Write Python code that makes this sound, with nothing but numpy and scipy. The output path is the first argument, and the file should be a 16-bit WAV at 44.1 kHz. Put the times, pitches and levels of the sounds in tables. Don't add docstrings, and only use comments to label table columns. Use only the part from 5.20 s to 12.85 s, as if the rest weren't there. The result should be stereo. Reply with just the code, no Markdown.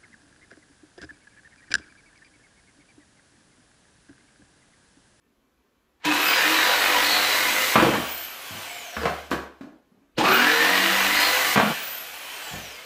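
import sys
import numpy as np
from scipy import signal
from scipy.fft import rfft, irfft, next_fast_len
from scipy.io import wavfile

SR = 44100
rng = np.random.default_rng(int(sys.argv[2]) if len(sys.argv) > 2 else 0)


def bounce(signal):
    frames = np.transpose(np.atleast_2d(signal))
    limited = np.clip(frames, -1, 1)
    pcm = np.round(limited * 32767).astype(np.int16)
    wavfile.write(sys.argv[1], SR, pcm)


def gain_from_decibels(decibels):
    exponent = np.asarray(decibels, float) / 20
    return 10 ** exponent


N = 337360

GEAR_TEETH, PINION_TEETH, ROTOR_SLOTS = 41, 4, 38
ROTOR_PER_STROKE = GEAR_TEETH / PINION_TEETH
# [t/s, level/dB]
CUTS = [
    [(.8, -64), (.832, -52), (.852, -20), (.954, -21), (1.11, -18), (1.866, -18.5), (2.55, -24)],
    [(4.964, -62), (4.982, -15), (5.032, -32), (5.04, -18.5), (5.388, -18), (5.896, -19.5), (6.058, -17.5),
     (6.074, -20), (6.352, -25)],
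]
# [pulled t/s, released t/s, run-up time/s]
RUNS = [
    (.833, 2.575, .15),
    (4.932, 6.335, .13),
]


def clock():
    return np.arange(N) / SR


def rms_one(x):
    return x / np.sqrt(np.mean(x ** 2) + 1e-20)


def in_time(spans):
    gain = 0
    for span in spans:
        times, levels = np.transpose(span)
        gain = gain + gain_from_decibels(np.interp(clock(), times, levels, left=-200, right=-200))
    return gain


def at_hz(points, hz):
    points = np.array(points)
    return np.interp(np.log(hz + 1), np.log(points[:, 0]), points[:, 1])


def colour(x, spectrum):
    size = next_fast_len(N)
    gain = gain_from_decibels(at_hz(spectrum, np.fft.rfftfreq(size, 1 / SR)))
    return irfft(rfft(x, size) * gain, size)[..., :N]


def drift(rate_hz):
    r = np.exp(-2 * np.pi * rate_hz / SR)
    noise = rng.standard_normal(N + SR)
    return rms_one(signal.lfilter([1], [1, -2 * r, r * r], noise)[SR:])


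def resonance(x, hz, width):
    r = np.exp(-np.pi * width / SR)
    poles = [1, -2 * r * np.cos(2 * np.pi * hz / SR), r * r]
    return signal.lfilter([(1 - r * r) / 2, 0, (r * r - 1) / 2], poles, x)


def ring(clicks, hz, t60):
    r, w = gain_from_decibels(-60 / (t60 * SR)), 2 * np.pi * hz / SR
    return signal.lfilter([0, np.sin(w)], [1, -2 * r * np.cos(w), r * r], clicks + 1e-18)


def rough_tone(turns, width):
    return drift(width) * np.cos(2 * np.pi * turns) + drift(width) * np.sin(2 * np.pi * turns)


def chips(strokes, per_s, upstroke, spread_db):
    beat = 1 + upstroke * np.cos(2 * np.pi * strokes) + 0.36 * np.cos(4 * np.pi * strokes + 1)
    sizes = gain_from_decibels(spread_db * np.minimum(rng.exponential(1, N), 4)) * rng.choice([-1, 1], N)
    return np.maximum(beat, 0) * sizes * (rng.random(N) < per_s / SR)


def garage():
    # [f/Hz, t60/s]
    room_t60 = [(100, 0.21), (500, 0.52), (2000, 0.47), (8000, 0.39)]
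    t, echo = np.arange(SR // 2) / SR, 0
    for hz in 44 * 2. ** np.arange(9):
        band = signal.butter(2, [hz / np.sqrt(2), hz * np.sqrt(2)], "band", fs=SR, output="sos")
        noise = signal.sosfilt(band, rng.standard_normal((2, 2, len(t))))
        echo = echo + noise * gain_from_decibels(-60 * t / at_hz(room_t60, hz))
    return echo / np.sqrt(np.sum(echo ** 2) / 4) * np.clip(t / .006, 0, 1)


def placed(x, echo, wet_db):
    # [f/Hz, side minus mid level/dB]
    spread = [(60, -26), (110, -33), (200, -19.5), (380, -9.5), (700, -6), (1290, -1.5), (2380, -2.5),
              (4400, -2), (8120, 0.5), (15000, -0.5)]
    turn = 2 * np.pi * 2.6 * clock()
    moving = x * np.array([[np.cos(turn)], [np.sin(turn)]])
    wet = signal.fftconvolve(moving, echo, axes=2)
    mid, side = wet.sum(axis=0)[:, :N] * gain_from_decibels(wet_db)
    side = colour(side, spread) * np.sqrt(1 + gain_from_decibels(-2 * wet_db))
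    return np.array([x + mid + side, x + mid - side]) / np.sqrt(1 + gain_from_decibels(2 * wet_db))


def speed():
    free, friction = 55.5, 34
    quick_share, creep_s, coast_s = .792, 1.657, 2.053
    out = np.zeros(N)
    for on, off, quick_s in RUNS:
        t = np.clip(clock(), on, off) - on
        lag = quick_share * np.exp(-t / quick_s) + (1 - quick_share) * np.exp(-t / creep_s)
        drag = np.exp(-np.maximum(clock() - off, 0) / coast_s)
        out += np.maximum((free * (1 - lag) + friction) * drag - friction, 0)
    return out + 1e-3


def load_surge():
    surges = [-6, 10]
    surge_s = .45
    out = np.zeros(N)
    for (on, _, _), db in zip(RUNS, surges):
        out += db * np.exp(-np.maximum(clock() - on, 0) / surge_s) * (clock() > on)
    return out


def feed_over_light(feed):
    return feed / gain_from_decibels(-25.5)


def room_floor(echo):
    # [f/Hz, level/dB]
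    air_spectrum = [(15, -28), (25, 2), (128, -16), (237, -10), (488, -16), (637, -22), (1210, -21),
                    (7090, -36), (9770, -42), (11200, -35), (15000, -39)]
    air = rms_one(colour(rng.standard_normal(N), air_spectrum))
    ballast = gain_from_decibels(-92) * rough_tone(11200 * clock(), 30)
    return gain_from_decibels(-66.8) * placed(air, echo, wet_db=6) + ballast


def thuds():
    # [t/s, peak level/dB, f/Hz, t60/s]
    booms = [
        (2.58, -36, 61.5, 0.7),
        (2.78, -44, 74, 0.88),
        (3.311, -41, 100, 0.48),
        (3.77, -33.5, 74.6, 0.99),
        (4.114, -37, 70.7, 0.61),
        (6.36, -60, 78, 0.33),
        (7.32, -42, 61, 0.67),
        (7.352, -39, 106, .4),
    ]
    out = np.zeros(N)
    for s, db, hz, t60 in booms:
        t = np.maximum(clock() - s, 0)
        out += gain_from_decibels(db - 60 * t / t60) * (1 - np.exp(-t / 0.0057)) * np.sin(2 * np.pi * hz * t)
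    return out


def shake(strokes):
    # [centre t/s, half length/s, level/dB]
    strong_swells = [
        [(1.85, .3, -53), (5.92, 0.21, -49.5)],
        [(1.35, 0.17, -50), (1.9, 0.16, -49.5), (2.3, 0.1, -47), (5.3, 0.18, -45.5), (5.72, .22, -37.5)],
        [(1.85, 0.19, -40.5), (2.3, 0.087, -39), (5.22, .07, -31.5), (5.5, 0.18, -38.5), (5.95, 0.12, -35.5)],
        [(1.32, .14, -32.5), (1.69, 0.042, -41), (2.29, 0.09, -42), (5.3, 0.2, -35), (5.68, 0.082, -35.5)],
        [(1.49, 0.051, -34), (1.78, .16, -38), (2.28, .25, -38), (5.42, .17, -32.5), (6.16, 0.093, -35.5),
         (6.33, 0.035, -40)],
    ]
    # [multiple of the stroke, level/dB]
    weak_lines = [(2, -63.5), (3, -68.5), (5, -51.5), (8, -52.5), (9, -54), (10, -47.5), (11, -54.5),
                  (12, -42), (13, -45.5), (14, -45.5)]
    fall_db = 8
    out, t = 0, clock()[::100]
    for k, swells in zip([1, 4, 6, 7, ROTOR_PER_STROKE], strong_swells):
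        gain = sum(gain_from_decibels(db - fall_db * ((t - s) / half) ** 2) for s, half, db in swells)
        line = np.sin(2 * np.pi * k * strokes) + 0.39 * rough_tone(k * strokes, 8.8)
        out = out + np.interp(clock(), t, gain) * line
    weak = sum(gain_from_decibels(db - 6.5) * rough_tone(k * strokes, 5.6) for k, db in weak_lines)
    turning = np.clip(np.gradient(strokes) * SR / 28, 0, 1)
    return gain_from_decibels(1.0) * out + weak * rms_one(in_time(CUTS)) * turning


def knocks():
    # [t/s, peak level/dB, crack level/dB, ring f/Hz]
    offcut = [(2.556, -14, 11, 235), (2.579, -8, -6, 321), (2.599, -16, 6, 217), (2.624, -9, -5, 334),
              (2.647, -9.5, -7, 192), (2.664, -11.5, -13, 468), (2.689, -16.5, -20, 281),
              (2.736, -25.5, 14.5, 248), (2.754, -15.5, -8, 310), (2.801, -24, -10, 204),
              (2.829, -31, -11, 495), (6.359, -12.5, 5, 214), (6.374, -11, 5, 223),
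              (6.399, -20.5, 12.5, 228), (6.431, -23, 0, 214), (6.459, -27, 10, 215), (6.5, -19.5, -8, 215)]
    shoe = [
        (3.307, -30.5, -8, 173),
        (3.351, -28.5, -4, 193),
        (7.311, -33.5, -13.5, 143.8),
        (7.334, -22.5, -23, 153),
        (7.354, -30, -15, 158),
        (7.379, -29.5, -12, 191),
    ]
    set_down = [
        (3.766, -24.5, 6, 215),
        (3.816, -25, -3, 460),
        (3.832, -18.5, -2, 475),
        (3.855, -16, 5, 507),
        (4.102, -30, -8, 300),
        (4.114, -13, -2, 372),
        (4.13, -17, -8, 480),
    ]
    settle = [
        (4.409, -33, -3, 307),
        (4.432, -36, -14, 322),
        (4.472, -41, -21.5, 292),
        (4.523, -47.5, -22, 308),
        (4.716, -54, -26, 220),
        (4.745, -55, -26, 290),
        (4.773, -55, -25, 200),
        (4.819, -56, -22, 290),
    ]
    kick = [
        (.85, -29, -12, 180),
        (4.982, -12, -6, 310),
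        (5.038, -17, 5, 365),
        (5.076, -17.5, 4, 324),
        (5.106, -17, -.5, 370),
    ]
    # [treble level/dB, t60/s, ring level/dB, rise/s]
    offcut_sound = (-8, .125, -2.5, 0)
    shoe_sound = (-2, 0.09, -2.5, .003)
    set_down_sound = (-16, 0.14, -5, -0.02)
    settle_sound = (-11, .14, 2, .001)
    kick_sound = (4.3, .15, -5, .001)
    # [f/Hz, level/dB, t60/s]
    wood = [(215, -0.5, 1.2), (468, 5, 0.58), (657, -21, 2.2), (1060, -11, 0.66), (1293, -24, 0.22),
            (1890, -12.5, 0.99)]
    families = [(offcut, offcut_sound), (shoe, shoe_sound), (set_down, set_down_sound),
                (settle, settle_sound), (kick, kick_sound)]
    registers = [[110, 780], [480, 1630], [1500, 4070]]
    low, mid, high = [signal.butter(2, edges, "band", fs=SR, output="sos") for edges in registers]
    out, t = np.zeros(N), np.arange(SR // 2) / SR
    push = np.exp(-t / 0.0005) / 18
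    crack = 1 + 1.2 * np.exp(-t / .005)
    blows = [tuple(row) + tuple(sound) for rows, sound in families for row in rows]
    for s, db, crack_db, hz, treble_db, t60, ring_db, rise in blows:
        t60 = max(t60, .02)
        grit = rng.standard_normal(len(t)) * gain_from_decibels(-60 * t / t60) * (1 - np.exp(-t / max(rise, 1e-4)))
        body = signal.sosfilt(low, grit)
        blow = gain_from_decibels(6) * body + gain_from_decibels(crack_db + 1.5) * signal.sosfilt(mid, grit * crack)
        blow += gain_from_decibels(treble_db - 8) * signal.sosfilt(high, grit)
        blow += gain_from_decibels(ring_db) * ring(body / 40 + push, hz, .45 * t60)
        for (m_hz, m_db, m_t60), luck_db in zip(wood, rng.normal(0, 2.2, len(wood))):
            blow += gain_from_decibels(crack_db + m_db + luck_db - 17.0) * ring(push, m_hz, min(m_t60, .07))
        at = round(s * SR)
        out[at:at + len(t)] += gain_from_decibels(db + 1) * blow[:N - at]
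    thin = signal.butter(3, 115, "high", fs=SR, output="sos")
    return signal.sosfilt(thin, out)


def squeals(strokes):
    # [start t/s, end t/s, f/Hz, level/dB]
    songs = [(.845, .96, 312, -25), (.846, 0.923, 970, -28.5), (.855, .925, 2553, -26),
             (.986, 1.096, 2580, -28), (1.043, 1.197, 4880, -32), (1.063, 1.154, 3060, -33.5),
             (1.144, 1.455, 1843, -33), (1.3, 1.577, 3890, -32), (1.394, 1.596, 983, -33),
             (1.823, 1.99, 4320, -27.5), (1.845, 2.216, 3990, -31), (3.402, 3.787, 697, -49.5),
             (3.45, 3.59, 2200, -43), (4.975, 5.072, 311, -32), (4.975, 5.2, 383.7, -34),
             (5.03, 5.16, 2500, -27.5), (5.23, 5.3, 2500, -34), (5.28, 5.56, 3870, -45),
             (5.923, 6.085, 4200, -29), (5.95, 6.092, 4880, -33.5), (6.378, 6.516, 211.4, -33),
             (7.552, 7.608, 2100, -45)]
    out = np.zeros(N)
    for start, end, hz, db in songs:
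        a, b = round(start * SR), round(end * SR)
        width = .055 * hz
        rub = rng.standard_normal(SR)[:b - a] * (1 + 0.45 * np.cos(2 * np.pi * strokes[a:b]))
        song = rms_one(resonance(resonance(rub, hz, width), hz, width))
        out[a:b] += gain_from_decibels(db) * song * signal.windows.tukey(b - a, .4)
    return out


def blows_and_squeals(strokes, echo):
    drop_s, drop_for_s, drop_db = 6.525, .7, -15
    lowered = np.clip((clock() - drop_s) / 0.024, 0, 1) * (clock() < drop_s + drop_for_s)
    return gain_from_decibels(drop_db * lowered) * placed(knocks() + squeals(strokes), echo, wet_db=-1.5)


def mesh(strokes, multiple, width):
    band = rough_tone(multiple * GEAR_TEETH * strokes, width)
    return rms_one(band * (1 + 0.3 * np.cos(2 * np.pi * strokes)))


def rattle(strokes):
    # [f/Hz, level/dB per Hz]
    gearbox = [(65, -50), (110, -31), (249, -18.5), (442, -9), (535, -9.5), (682, -3.5), (1110, -7.5),
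               (1490, -3), (3200, -2.5), (3950, -17), (7000, -34.5), (9100, -19), (15400, -120)]
    let_go_db, let_go_s = 7, 0.22
    out = rms_one(colour(chips(strokes, per_s=9000, upstroke=0.19, spread_db=4.5), gearbox))
    out += gain_from_decibels(-11.5) * (mesh(strokes, 0.99, width=73) + 0.36 * mesh(strokes, 2.2, width=86))
    let_go = np.zeros(N)
    for on, off, _ in RUNS:
        let_go += let_go_db * np.exp(-np.maximum(clock() - off, 0) / let_go_s) * (clock() > on)
    return gain_from_decibels(1.0 + let_go) * out


def fan_hiss(strokes, rate):
    # [f/Hz, level/dB per Hz]
    air_rush = [(2350, -11.5), (4000, -2.5), (4610, -4), (8390, -9), (9400, -11), (13100, -6.5),
                (15100, -5.5), (15600, -21.5)]
    hiss = rms_one(colour(chips(strokes, per_s=20000, upstroke=0.08, spread_db=5.0), air_rush))
    slack = np.clip(1 - rate / 30, 0, 1)
    top = signal.sosfilt(signal.butter(1, 7000, "high", fs=SR, output="sos"), hiss)
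    return hiss - 0.85 * slack * top


def fan_gain(rate, feed, coast):
    # [t/s, level/dB]
    jolts = [
        (.85, -28.5),
        (.935, -33),
        (4.109, -35.5),
        (4.409, -65),
        (4.98, -39),
        (6.0, -26),
    ]
    jolt_t60 = 0.4
    over = feed_over_light(feed)
    powered = gain_from_decibels(-26.5 - .3 * load_surge() + 26.5 * np.log10(rate / 50))
    powered = np.minimum(over, 1) * powered / np.maximum(over, 1) ** 0.27
    dust = 0
    for s, db in jolts:
        dust = dust + gain_from_decibels(db - 60 * np.maximum(clock() - s, 0) / jolt_t60) * (clock() >= s)
    return np.hypot(powered + coast, dust)


def whine(strokes, rate, feed):
    # [f/Hz, level/dB]
    whine_by_pitch = [(3500, -62.5), (5400, -50), (7600, -48.5), (10000, -56), (11800, -49), (13300, -35.5),
                      (15200, -35.5), (17000, -54)]
    slots_per_stroke = ROTOR_PER_STROKE * ROTOR_SLOTS
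    turns = strokes * slots_per_stroke
    tone = rms_one(np.sin(2 * np.pi * turns) + .9 * rough_tone(turns, 130))
    powered_db = 4 * np.minimum(feed_over_light(feed), 1)
    gain = gain_from_decibels(at_hz(whine_by_pitch, rate * slots_per_stroke) + powered_db)
    return tone, gain * np.clip(rate / 9, 0, 1) ** 4


def motor(strokes, rate, feed, echo):
    # [t/s,
    # level/dB]
    coasts = [
        [(2.55, -33.5), (2.87, -37.5), (3.15, -43.5), (3.42, -39.5), (3.72, -43.5), (3.85, -41), (4.09, -52),
         (4.3, -66), (4.6, -86)],
        [(6.352, -37.5), (6.5, -34), (6.58, -37.5), (6.76, -41), (6.93, -42.5), (7.28, -39), (7.65, -46)],
    ]
    coast = in_time(coasts)
    out = 0
    tone, tone_gain = whine(strokes, rate, feed)
    out = out + coast * rattle_in_room(strokes, echo)
    out += fan_gain(rate, feed, coast) * placed(fan_hiss(strokes, rate), echo, wet_db=14.5)
    return out + tone_gain * placed(tone, echo, wet_db=-8)


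def rattle_in_room(strokes, echo):
    return placed(rattle(strokes), echo, wet_db=4.0)


def bite(strokes):
    # [f/Hz, level/dB per Hz]
    tearing = [(53, -55), (90, -51.5), (236, -32), (300, -14.5), (401, -15.5), (499, -8.5), (556, -15.5),
               (787, -6.5), (877, -7), (1790, -2), (4050, -9.5), (7000, -24.5), (9100, -27.5),
               (15400, -120)]
    # [f/Hz, width/Hz, level/dB]
    board = [(299.6, 11, 1.5), (503, 33, -7.5), (750, 130, -4), (985, 22, 0), (1480, 29, -13),
             (2500, 85, -9), (2843, 80, -2.5)]
    torn = chips(strokes, per_s=6000, upstroke=0.52, spread_db=4.0)
    modes = sum(gain_from_decibels(db - 2.5 + 6.2 * drift(11)) * resonance(torn, hz, width) for hz, width, db in board)
    return rms_one(colour(torn + modes, tearing))


def cut(strokes, rate, feed):
    running = np.minimum(feed_over_light(feed), 1)
    gear_gain = running * np.clip(rate / 18, 0, 1) ** 2 * gain_from_decibels(-28.5 + load_surge())
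    return feed * bite(strokes) * gain_from_decibels(-2.0) + gear_gain * mesh(strokes, 0.98, width=135)


def scene():
    rate = speed()
    strokes = np.cumsum(rate) / SR
    echo, feed = garage(), in_time(CUTS)
    bench = (shake(strokes) + thuds()) * gain_from_decibels([[-.3], [.3]])
    out = room_floor(echo) + bench + blows_and_squeals(strokes, echo)
    out += motor(strokes, rate, feed, echo)
    return out + placed(cut(strokes, rate, feed), echo, wet_db=1.0)


def band_limit(x):
    return signal.sosfilt(signal.butter(12, 16950, fs=SR, output="sos"), x)


def record(dry):
    dry = signal.sosfilt(signal.butter(2, 45, "high", fs=SR, output="sos"), dry)
    dry = signal.sosfilt(signal.cheby2(14, 60, 16250, fs=SR, output="sos"), dry)
    right = colour(dry[1], [(300, 1.0), (2000, -0.67), (12000, -1.4)])
    return band_limit(np.array([dry[0], right]))


dry = scene()
out = record(dry)
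bounce(out)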